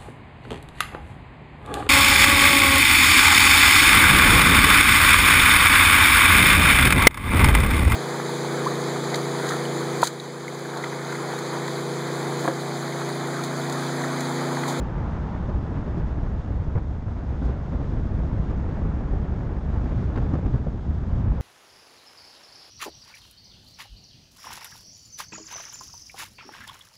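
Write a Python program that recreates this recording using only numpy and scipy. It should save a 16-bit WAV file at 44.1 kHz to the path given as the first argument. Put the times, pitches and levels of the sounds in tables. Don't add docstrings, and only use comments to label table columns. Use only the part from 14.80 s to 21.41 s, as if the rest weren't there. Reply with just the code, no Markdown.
import sys
import numpy as np
from scipy.fft import rfft, irfft, next_fast_len
from scipy.io import wavfile
from scipy.ndimage import uniform_filter1d, map_coordinates

SR = 44100
rng = np.random.default_rng(int(sys.argv[2]) if len(sys.argv) > 2 else 0)


def wav_record(signal):
    frames = np.transpose(np.atleast_2d(signal))
    bounded = np.clip(frames, -1, 1)
    quanta = np.round(bounded * 32767).astype(np.int16)
    wavfile.write(sys.argv[1], SR, quanta)


N = 291501

# time_s, tyre_roar_db, air_hiss_db
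RIDE_LEVELS = [(0, -42, -63), (0.7, -45, -63.5), (0.85, -45, -63.5), (1.02, -43.5, -63.5),
               (1.25, -44, -64.5), (1.6, -46, -64.5), (2.25, -48.5, -66.5), (2.65, -45, -63.5),
               (3.1, -46.5, -63.5), (3.8, -44, -64), (4.85, -45, -65), (5.05, -44, -62), (5.45, -45, -62.5),
               (5.95, -49.5, -65.5), (6.55, -45, -64)]
# time_s, large_eddies_db, small_eddies_db
GUST_LEVELS = [(0, -29, -30), (0.72, -28.5, -32), (0.9, -31, -30.5), (1.2, -28, -31.5), (1.8, -26, -33.5),
               (2.35, -30.5, -36), (2.65, -27.5, -31.5), (2.82, -32, -33.5), (3.15, -25, -31.5),
               (3.6, -25.5, -30), (3.9, -28, -30.5), (4.4, -24.5, -31), (4.72, -29, -31), (4.95, -25, -30),
               (5.35, -24.5, -30.5), (5.55, -25.5, -27), (5.83, -29, -33), (6.0, -23, -33.5),
               (6.22, -26, -31), (6.36, -22.5, -31)]
# middle_s, half_length_s, depth_db
WIND_LULLS = [(0.1, 0.024, 3.5), (1.3, 0.029, 1.5), (1.638, 0.02, 5.5), (2.41, 0.029, 0.5),
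              (2.8, 0.025, 0.5), (4.813, 0.026, 5.5), (5.595, 0.024, 3.5), (5.82, 0.025, 0.5),
              (5.903, 0.014, 3), (6.028, 0.024, 6.5), (6.198, 0.031, 3)]
# peak_s, decay_s, thump_db, thump_hz, crackle_db, crackle_hz, spit_db
AIR_SLAPS = [(0.691, 0.0085, -23.5, 95, -31, 400, -71), (0.748, 0.022, -24, 65, -53, 400, -82),
             (0.95, 0.043, -28.5, 150, -46, 750, -73), (1.079, 0.0042, -26, 100, -33.5, 450, -77),
             (1.178, 0.011, -24, 140, -56, 400, -82), (1.429, 0.022, -23.5, 60, -48, 600, -72),
             (1.765, 0.012, -20.5, 52, -50, 400, -81), (1.874, 0.016, -23, 65, -55, 450, -78),
             (1.959, 0.012, -18.5, 62, -32.5, 450, -75), (1.98, 0.0062, -25.5, 92, -32.5, 456, -71),
             (2.285, 0.0018, -43, 190, -40, 483, -73), (2.623, 0.011, -27, 120, -35, 360, -68),
             (2.655, 0.015, -19.5, 78, -41, 400, -61), (2.697, 0.019, -27, 120, -33, 430, -69),
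             (2.935, 0.02, -27.5, 90, -33, 346, -75), (3.005, 0.016, -27.5, 135, -36.5, 472, -71.5),
             (3.391, 0.0071, -29, 80, -39.5, 477, -78), (3.6, 0.016, -22, 80, -51, 457, -80),
             (3.705, 0.011, -24.5, 62, -41, 450, -62), (4.019, 0.0042, -38, 140, -31, 477, -73),
             (4.056, 0.017, -23, 75, -42, 487, -71), (4.336, 0.012, -26, 85, -33, 400, -83),
             (5.122, 0.0055, -37, 110, -34, 634, -67), (5.361, 0.006, -31, 75, -37, 905, -61),
             (5.378, 0.0066, -20.5, 112, -27.5, 530, -61), (5.44, 0.02, -29.5, 150, -53, 454, -68),
             (5.538, 0.0065, -17, 125, -34, 520, -60), (5.555, 0.0071, -25, 175, -31.5, 424, -70),
             (5.588, 0.005, -32, 169, -36.5, 450, -68), (5.663, 0.0075, -19, 105, -42, 800, -70),
             (5.743, 0.0065, -16.5, 80, -32, 427, -67), (5.76, 0.0055, -18.5, 100, -37, 380, -74),
             (5.87, 0.0085, -23.5, 115, -33.5, 470, -77)]

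# frequency_hz, relative_level_db
BOOM_SPECTRUM = [(10, -22), (22, -0.5), (35, -9), (48, -3), (57, -4), (68, 1.5), (110, -26.5), (600, -120)]
TYRE_SPECTRUM = [(150, -19.5), (400, 2.5), (650, 3.5), (950, 0), (1200, -3), (1600, -7), (2100, -14.5),
                 (2800, -22), (4000, -42), (11000, -120)]
HISS_SPECTRUM = [(1000, -16.5), (2600, -2.5), (3500, 2.5), (4200, -3.5), (5000, -3.5), (5800, -6.5),
                 (6700, -7), (7400, -13.5), (8300, -17), (9300, -26), (10500, -53)]
CAR_SPECTRUM = [(250, -18), (550, -7), (900, 3.5), (1300, -4.5), (1750, -10.5), (2300, -23.5), (3500, -29),
                (7000, -48), (11000, -100)]
RUMBLE_SPECTRUM = [(10, -32), (22, -12.5), (42, -1), (62, 1.5), (80, 0), (110, -4.5), (160, -14.5),
                   (260, -27), (600, -90.5), (2000, -120)]
FLUTTER_SPECTRUM = [(50, -31.5), (100, -2), (155, 2), (210, -2.5), (300, -7.5), (450, -15.5), (700, -23),
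                    (1200, -30), (2000, -38.5), (4000, -60.5), (11000, -120)]
THUMP_SPECTRUM = [(25, -6), (65, 10), (140, 6.5), (240, -1.5), (400, -12.5), (700, -27.5), (1500, -53.5),
                  (6000, -120)]
CRACKLE_SPECTRUM = [(150, 1.5), (450, 12.5), (800, 0.5), (1400, -8), (2200, -19), (3500, -35.5),
                    (6500, -50), (8500, -52), (11000, -100)]
THUMP_BASE_HZ, CRACKLE_BASE_HZ = 113, 458


def amp(db):
    return 10 ** (np.asarray(db) / 20)


def unit(x):
    return x / np.sqrt(np.mean(x ** 2) + 1e-20)


def curves(rows):
    times_s, *columns = np.transpose(rows)
    return [np.interp(np.arange(N) / SR, times_s, column) for column in columns]


def wobble(per_s):
    points = rng.standard_normal(int(N * per_s / SR) + 4)
    return unit(map_coordinates(points, [np.arange(N) * per_s / SR]))


def filtered(x, gain_at):
    length = x.shape[-1]
    size = next_fast_len(length + SR // 2)
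    hz = np.fft.rfftfreq(size, 1 / SR)
    return irfft(rfft(x, size) * gain_at(hz), size)[..., :length]


def coloured(x, spectrum, pitch_ratio=1):
    points_hz, points_db = np.transpose(spectrum)
    log_points = np.log(points_hz * pitch_ratio)
    return unit(filtered(x, lambda hz: amp(np.interp(np.log(hz + 1), log_points, points_db))))


def noise(spectrum):
    return coloured(rng.standard_normal(N), spectrum)


def steadied(x, seconds):
    size = max(int(seconds * SR), 8)
    power = uniform_filter1d(uniform_filter1d(x ** 2, size), size)
    return unit(x / np.sqrt(np.abs(power) + 1e-6))


def slipstream(pressure):
    _, hiss_db = curves(RIDE_LEVELS)
    hiss = noise(HISS_SPECTRUM)
    waver = amp(0.48 * pressure + 0.74 * wobble(per_s=26))
    return amp(hiss_db) * unit(waver * hiss)


def tyre_roar(pressure):
    roar_db, _ = curves(RIDE_LEVELS)
    shiver = amp(pressure + 0.94 * wobble(per_s=48))
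    return amp(roar_db + 1.0) * unit(shiver * noise(TYRE_SPECTRUM))


def oncoming_car():
    alongside_s, closing_m_per_s, lane_gap_m, closest_db = 0.26, 31, 8.9, -43
    hidden_from_s, fade_db_per_s = 2.3, 12.5
    t = np.arange(N) / SR
    distance_m = np.hypot(lane_gap_m, closing_m_per_s * (t - alongside_s))
    blocked_db = fade_db_per_s * np.maximum(t - hidden_from_s, 0)
    waver_db = 0.8 * wobble(per_s=22)
    return amp(closest_db - blocked_db + waver_db) * lane_gap_m / distance_m * noise(CAR_SPECTRUM)


def body_boom():
    large_db, _ = curves(GUST_LEVELS)
    boom = steadied(noise(BOOM_SPECTRUM), seconds=0.1)
    return amp(-32.5) * unit(amp(0.39 * large_db) * boom)


def lulls():
    t = np.arange(N) / SR
    dip_db = sum(depth_db * np.exp(-((t - middle_s) / half_length_s) ** 2)
                 for middle_s, half_length_s, depth_db in WIND_LULLS)
    return amp(-dip_db)


def buffeting(pressure):
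    large_db, small_db = curves(GUST_LEVELS)
    clumps = amp(0.98 * pressure + 1.3 * wobble(per_s=70))
    flutter = steadied(clumps * noise(FLUTTER_SPECTRUM), seconds=0.045)
    throb = steadied(amp(2.3 * wobble(per_s=18)), seconds=0.24)
    return amp(large_db - 0.46) * throb * pressure + amp(small_db - 0.66) * flutter


def slaps():
    lead_s, rise_share = 0.1, 0.4
    t = np.arange(N) / SR
    tearing = rng.standard_normal(N) * amp(6.1 * wobble(per_s=480))
    spit = noise(HISS_SPECTRUM)
    out = np.zeros(N)
    for peak_s, decay_s, thump_db, thump_hz, crackle_db, crackle_hz, spit_db in AIR_SLAPS:
        span = np.flatnonzero(t > peak_s - lead_s)[:SR // 2]
        age = (t[span] - peak_s) / decay_s
        from_peak = np.where(age < 0, age / rise_share, age)
        burst = 1 / np.cosh(np.clip(from_peak, -20, 20))
        thump = coloured(rng.standard_normal(SR // 2), THUMP_SPECTRUM, thump_hz / THUMP_BASE_HZ)
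        thump = amp(thump_db) * steadied(thump, seconds=0.011)
        crackle = coloured(tearing[span], CRACKLE_SPECTRUM, crackle_hz / CRACKLE_BASE_HZ)
        crackle = amp(crackle_db) * steadied(crackle, seconds=0.004)
        out[span] += burst * (thump + crackle + amp(spit_db) * spit[span])
    return out


def scene():
    pressure = steadied(noise(RUMBLE_SPECTRUM), seconds=0.068)
    rumble = lulls() * (buffeting(pressure) + body_boom())
    mix = rumble + slaps() + slipstream(pressure) + tyre_roar(pressure) + oncoming_car()
    return mix[None]


def record(dry):
    return filtered(dry, lambda hz: hz < 10500)


dry = scene()
out = record(dry)
wav_record(out)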